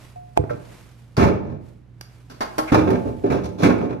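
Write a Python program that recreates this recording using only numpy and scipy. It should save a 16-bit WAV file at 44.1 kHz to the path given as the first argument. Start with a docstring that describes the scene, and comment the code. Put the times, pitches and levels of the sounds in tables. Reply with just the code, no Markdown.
"""A shirt rustles close by; then, with a faint ping, a tap and a thud, a released camera rocks on its stand.
In the quiet kitchen someone goes to an open refrigerator and tugs at a plastic door bin.
Each jolt excites the low modes of the hollow door, while its bins knock, snap, crunch and rattle
and a shelf clacks into its slot. The small hard room reverberates and the compressor hums."""
import sys
import numpy as np
from scipy import signal
from scipy.fft import rfft, irfft
from scipy.io import wavfile

SR = 44100
rng = np.random.default_rng(int(sys.argv[2]) if len(sys.argv) > 2 else 0)


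def persist_wave(psi):
    """Save psi, clipped to +-1, as 16-bit WAV."""
    counts = np.round(np.clip(psi, -1, 1) * 32767).astype(np.int16)
    wavfile.write(sys.argv[1], SR, np.atleast_2d(counts).T)


N = 176400

# jolts of the door, though the first row is the camera settling on its stand with a soft thump: t/s, rise/s,
# hold/s, then level/dB of bass, body, clatter and treble
THUMPS = [(.498, 0.0069, 0.019, -32, -38, -44.5, -57), (1.176, 0.0038, 0.062, -16.5, -16, -21.5, -39),
          (1.26, 0.006, 0.017, -22, -19.5, -28.5, -48.5), (1.42, 0.033, 0.082, -33.5, -37.5, -51.5, -69),
          (2.717, 0.0043, 0.033, -17, -15, -18, -34.5), (2.767, 0.0056, 0.022, -21.5, -20.5, -29, -46),
          (2.868, 0.0042, 0.076, -29.5, -20, -33.5, -53), (3.053, 0.0051, 0.029, -27.5, -27.5, -43.5, -59),
          (3.236, 0.0041, 0.034, -46, -23.5, -39.5, -57), (3.298, 0.0063, 0.051, -25, -22, -29, -44.5),
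          (3.433, 0.00412, 0.02, -30.5, -31, -43, -47), (3.577, 0.03, .008, -31, -28, -33.5, -39.5),
          (3.622, 0.013, 0.04, -20, -16, -24, -37), (3.679, 0.0033, 0.038, -32, -21, -27.5, -56),
          (3.793, 0.006, 0.059, -35, -27.5, -39, -58), (3.894, 0.0059, 0.034, -31.5, -30, -39, -59.5)]
# decay of those four bands: T60/s
THUMP_T60 = [0.22, 0.28, 0.19, 0.19]
# crossovers between them: f/Hz
THUMP_SPLITS = [193, 730, 3050]
# spectrum of the door: f/Hz, level/dB
DOOR_SPECTRUM = [(30, -41.5), (58, -13.5), (108, -3.5), (165, -7), (245, -4.5), (540, -9), (1100, -17.5),
                 (1900, -28), (2400, -29), (2950, -35), (3800, -36), (6400, -37.5), (7400, -50),
                 (12500, -50), (15500, -80)]
# modes of the door panel: f/Hz, level/dB, T60/s
DOOR_MODES = [(111.2, 2, 0.59), (182.8, -4, 1), (306.8, 5, 0.68), (378.5, -7.5, 0.49), (495.4, 0, 0.24),
              (625, -20, 0.31), (780, -9, 0.47), (871, 0.5, 0.53)]
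# knocks of the bin in its seat: t/s, level/dB, f/Hz, T60/s
KNOCKS = [(1.186, -16, 268.7, 0.25), (2.586, -21.5, 315, 0.17), (2.772, -17.5, 311.3, 0.4),
          (2.872, -18, 379, 0.33), (3.24, -12, 398, 0.14), (3.686, -12, 302.9, 0.32)]
# partials of a knock: frequency ratio, level/dB
KNOCK_PARTIALS = [(1.001, -0.5), (1.47, -13.5), (1.81, -13)]
# clacks of the shelf: t/s, level/dB
CLACKS = [(2.408, -24.5), (2.585, -22)]
# modes of the shelf: f/Hz, level/dB
SHELF_MODES = [(638, 0), (790, 2), (870, 2.5), (1080, 0.5), (1300, -4.5)]
# crunches of the bin on its rail: t/s, length/s, level/dB
CRUNCHES = [(1.225, .014, -27.5), (2.671, 0.043, -32.5), (3.302, 0.029, -34), (3.631, 0.045, -23.5),
            (3.779, 0.019, -41)]
# spectrum of a crunch: f/Hz, level/dB
CRUNCH_SPECTRUM = [(600, -18), (1540, 1), (1850, -14), (2120, 0.5), (2520, -3.5), (3000, -17.5),
                   (15000, -38)]
# plastic snaps: t/s, T60/s, then level/dB of body, clatter, treble and top
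SNAPS = [(0.4384, 0.016, -11, -28, -53, -70), (0.495, 0.072, -42, -26.5, -58, -58),
         (1.167, 0.16, -33, -24.5, -30, -43), (2.0104, 0.013, -29.5, -26, -23.5, -30),
         (2.298, 0.27, -42, -44.5, -47.5, -58), (2.406, 0.2, -26, -22.5, -32, -44),
         (2.581, 0.11, -21.5, -19, -29, -32), (2.903, 0.089, -37, -26, -37, -46.5)]
# spectrum of a snap: f/Hz, level/dB
SNAP_SPECTRUM = [(150, -1.5), (350, 5.5), (850, -4.5), (1500, -6), (2100, -15.5), (3400, -29), (5200, -24),
                 (7800, -35.5), (12800, -29.5), (15500, -57)]
# modes of the camera and its stand, one set per contact: f/Hz, level/dB, T60/s
PING_MODES = [(720, -35.5, 0.51)]
TAP_MODES = [(364, -15, 0.04), (677, -7, 0.041), (857, -13, 0.036), (1670, -23.5, 0.016),
             (2490, -28.5, 0.019)]
THUD_MODES = [(80, -17, 0.13), (108.1, -24.5, 0.35), (146, -20, 0.17), (314, -18.5, 0.11),
              (411.4, -23.5, 0.19), (483, -16, 0.11)]
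REBOUND_MODES = [(475, -23.5, 0.17), (589, -19, 0.16), (1335, -32.5, 0.13)]
# envelope of the shirt rustle: t/s, level/dB
RUSTLE_ENVELOPE = [(0, -51.5), (.04, -47.5), (.22, -62), (.45, -61.5), (.74, -48), (1.13, -62), (1.56, -78),
                   (1.66, -56.5), (1.86, -76.5), (2.15, -56), (2.26, -62), (2.6, -48), (4, -66)]
# spectrum of the cloth: f/Hz, level/dB
RUSTLE_SPECTRUM = [(300, -1.5), (1200, -8), (2400, -10.5), (3500, -14.5), (12500, -22), (15500, -42)]
# compressor tones: f/Hz, level/dB
HUM_TONES = [(59.6, -55), (119.6, -49.5)]
# spectrum of the room's low rush: f/Hz, level/dB
RUSH_SPECTRUM = [(25, -35), (80, -13), (130, -7.5), (170, -12.5), (450, -27.5), (2500, -43.5), (15500, -70)]
# reverberation time: f/Hz, T60/s
ROOM_T60 = [(300, 0.77), (1300, 0.55), (12000, 0.31)]
# likeness of the two microphone signals: f/Hz, coherence
COHERENCE = [(60, 0.82), (1000, 0.45), (12000, 0.23)]
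# left microphone relative to right: f/Hz, level/dB
BALANCE = [(250, -3.5), (1200, -1), (4000, -3), (8000, -2)]

DOOR_LAG_S, CAMERA_LAG_S = 0.00051, -0.000818  # arrival at the left microphone after the right


def refrigerator():
    """Superposition: the sounds of door, bins and shelf add linearly."""
    out = np.zeros((2, N))
    door, edge = plastic(DOOR_SPECTRUM), plastic(SNAP_SPECTRUM)
    for s, *row in THUMPS:
        add(out, s, thump(door, *row))
    for source, events in (knock, KNOCKS), (clack, CLACKS), (crunch, CRUNCHES):
        for s, *row in events:
            add(out, s, source(*row))
    for s, *row in SNAPS:
        add(out, s, snap(edge, *row))
    return out


def thump(spectrum, rise_s, hold_s, *levels_db):
    """Impact excitation: the door's dense low modes boom, its bins rattle and the panel rings on."""
    t = np.arange(SR) / SR
    decay_s = np.maximum(t - rise_s - hold_s, 0)
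    shake = rattle(SR)
    parts = zip(bands(noise(spectrum, SR), THUMP_SPLITS), levels_db, THUMP_T60, [1, 1, shake, shake])
    boom = sum(band * grain * amp(db - 60 * decay_s / t60) for band, db, t60, grain in parts)
    panel = amp(levels_db[1] - 9.52) * ring(DOOR_MODES, rise_s + hold_s / 2)
    return boom * np.minimum(t / rise_s, 1) + panel


def knock(db, hz, t60):
    """Inharmonic partials: the hollow bin strikes its seat."""
    return ring([(hz * ratio, db + part_db, t60) for ratio, part_db in KNOCK_PARTIALS], rise_s=0.0046)


def clack(db, t60=0.11):
    """Damped free vibration: the shelf rings briefly as it meets its slot."""
    return ring([(hz, db + mode_db, t60) for hz, mode_db in SHELF_MODES], rise_s=0.0063)


def crunch(length_s, db):
    """Sliding friction: plastic grinds over plastic in a short, grainy swell."""
    size = round(length_s * SR)
    swell = np.sin(np.pi * np.arange(size) / size)
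    return noise(CRUNCH_SPECTRUM, SR // 2)[:, :size] * np.sqrt(rattle(SR)[:size] * swell) * amp(db)


def snap(spectrum, t60, *levels_db, rise_s=0.0017):
    """Broadband transient: a plastic edge clicks and chatters briefly."""
    t = np.arange(SR // 2) / SR
    parts = bands(noise(spectrum, len(t)), splits_hz=[660, 2540, 7000])
    click = sum(band * amp(db) for band, db in zip(parts, levels_db))
    return click * np.sqrt(rattle(len(t))) * np.minimum(t / rise_s, 1) * amp(-60 * t / t60)


def rattle(size, rate_hz=160, decay_s=0.0045, spread_db=3, bed=0.43):
    """Poisson process: random contacts add decaying power to a steady bed, giving an envelope."""
    contacts = rng.random(size) < rate_hz / SR
    strength = amp(spread_db * np.minimum(rng.exponential(1, size), 3))
    power = signal.lfilter([1], [1, -np.exp(-1 / (decay_s * SR))], contacts * strength ** 2)
    return unit_rms(np.sqrt(bed + power / (power.mean() + 1e-12)))


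def plastic(spectrum):
    """High modal density: the crowded resonances of moulded plastic ripple a spectrum."""
    hz = np.geomspace(20, 20000, 400)
    ripple_db = 3.5 * np.sqrt(3) * rng.uniform(-1.12, 1, len(hz))
    return np.transpose([hz, read(spectrum, hz) + ripple_db * np.minimum(hz / THUMP_SPLITS[1], 1)])


def camera_bump(tap_s=0.3745, swell_s=0.004, crack_t60=0.011):
    """Successive impacts: the camera pings, then its stand scuffs, taps, thuds and rebounds."""
    out, t = np.zeros((2, N)), np.arange(SR // 2) / SR
    early = np.arange(round(tap_s * SR)) / SR
    scuff = noise(SNAP_SPECTRUM, len(early), CAMERA_LAG_S)
    add(out, 0, scuff * amp(-20) * np.exp((early - tap_s) / swell_s))
    add(out, 0.159, ring(PING_MODES, 0.0017, CAMERA_LAG_S))
    add(out, tap_s, ring(TAP_MODES, 0.00009, CAMERA_LAG_S, pan_db=-5))
    crack = noise([(500, 2), (3600, -26), (8000, -13), (14000, -34)], len(t), CAMERA_LAG_S)
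    add(out, tap_s, crack * amp(-17.5 - 60 * t / crack_t60))
    for s, modes in (0.387, THUD_MODES), (0.503, REBOUND_MODES):
        add(out, s, ring(modes, 0.0088, CAMERA_LAG_S, pan_db=-5))
    return out


def shirt():
    """Friction noise: cloth slides in soft grains as the person turns and reaches."""
    level_db = np.interp(np.arange(N) / SR, *np.transpose(RUSTLE_ENVELOPE))
    return noise(RUSTLE_SPECTRUM, N, lag_s=0) * np.sqrt(rattle(N)) * amp(level_db)


def compressor():
    """Forced vibration: the motor hums near the mains frequency and its double."""
    t = np.arange(N) / SR
    hum = sum(amp(db) * np.sqrt(2) * np.sin(2 * np.pi * (hz * t + rng.random())) for hz, db in HUM_TONES)
    return hum * microphones(0, lag_s=0, pan_db=-5).real[:, None]


def room(x, build_s=0.0074):
    """Reverberation: dense reflections decay exponentially, the treble first."""
    hz, t, spectra = signal.stft(noise([(20, 0.0081), (20000, 0)], SR, lag_s=0), SR, nperseg=256)
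    tail = signal.istft(spectra * amp(-60 * t / read(ROOM_T60, hz)[:, None]), SR, nperseg=256)[1]
    tail *= np.minimum(np.arange(tail.shape[1]) / SR / build_s, 1)
    tail /= np.linalg.norm(tail, axis=1, keepdims=True)
    return signal.fftconvolve(x, tail, axes=1)[:, :N]


def ring(modes, rise_s, lag_s=DOOR_LAG_S, pan_db=None):
    """Modal synthesis: a struck object sounds as a sum of damped sinusoids."""
    t, out = np.arange(SR) / SR, np.zeros((2, SR))
    for hz, db, t60 in modes:
        gains = microphones(hz, lag_s, read(BALANCE, hz) if pan_db is None else pan_db)[:, None]
        out += (gains * np.exp(2j * np.pi * (hz * t + rng.random()))).real * amp(db - 60 * t / t60)
    return np.sqrt(2) * out * np.minimum(t / rise_s, 1)


def noise(spectrum, size, lag_s=DOOR_LAG_S):
    """Partial coherence: the two microphones share part of a coloured noise."""
    hz = np.fft.rfftfreq(size, 1 / SR)
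    shared, separate = np.exp(2j * np.pi * rng.random((2, len(hz))))
    coherence = read(COHERENCE, hz)
    pair = np.array([coherence * shared + np.sqrt(1 - coherence ** 2) * separate, shared])
    gains = microphones(hz, lag_s, read(BALANCE, hz))
    return unit_rms(irfft(pair * amp(read(spectrum, hz)) * gains, size))


def microphones(hz, lag_s, pan_db):
    """Time and level differences: complex left and right gains for a source to one side."""
    left = amp(pan_db / 2) * np.exp(-1j * np.pi * hz * lag_s)
    return np.array([left, 1 / left])


def bands(x, splits_hz):
    """Complementary filters split a sound into bands, each then scaled to rms 1."""
    hz = np.fft.rfftfreq(x.shape[1], 1 / SR)
    lowpasses = [0] + [1 / (1 + (hz / f) ** 8) for f in splits_hz] + [1]
    return [unit_rms(irfft(rfft(x) * (hi - lo), x.shape[1])) for lo, hi in zip(lowpasses, lowpasses[1:])]


def amp(db):
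    """Amplitude ratio of a level in decibels."""
    return 10 ** (np.asarray(db) / 20)


def unit_rms(x):
    """Normalisation to rms 1."""
    return x / np.sqrt(np.mean(x ** 2) + 1e-20)


def read(points, hz):
    """Interpolation on a log-frequency axis."""
    f, value = np.transpose(points)
    return np.interp(np.log(hz + 1), np.log(f + 1), value)


def add(mix, s, sound):
    """Superposition of a stereo sound at time s."""
    part = mix[:, round(s * SR):][:, :sound.shape[1]]
    part += sound[:, :part.shape[1]]


def scene():
    """Direct and diffuse fields: the far refrigerator has more reverberation than the near camera."""
    far, near = refrigerator(), camera_bump()
    reflections = room(amp(-8) * far + amp(-18.5) * near)
    return far + near + reflections + shirt() + compressor() + amp(-52) * noise(RUSH_SPECTRUM, N, lag_s=0)


def record(dry, cutoff_hz=15200):
    """Band limiting: a linear-phase low-pass removes the highest treble."""
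    lowpass = signal.firwin(101, cutoff_hz, window=("kaiser", 9), fs=SR)
    return signal.oaconvolve(dry, lowpass[None], "same")


dry = scene()
out = record(dry)
persist_wave(out)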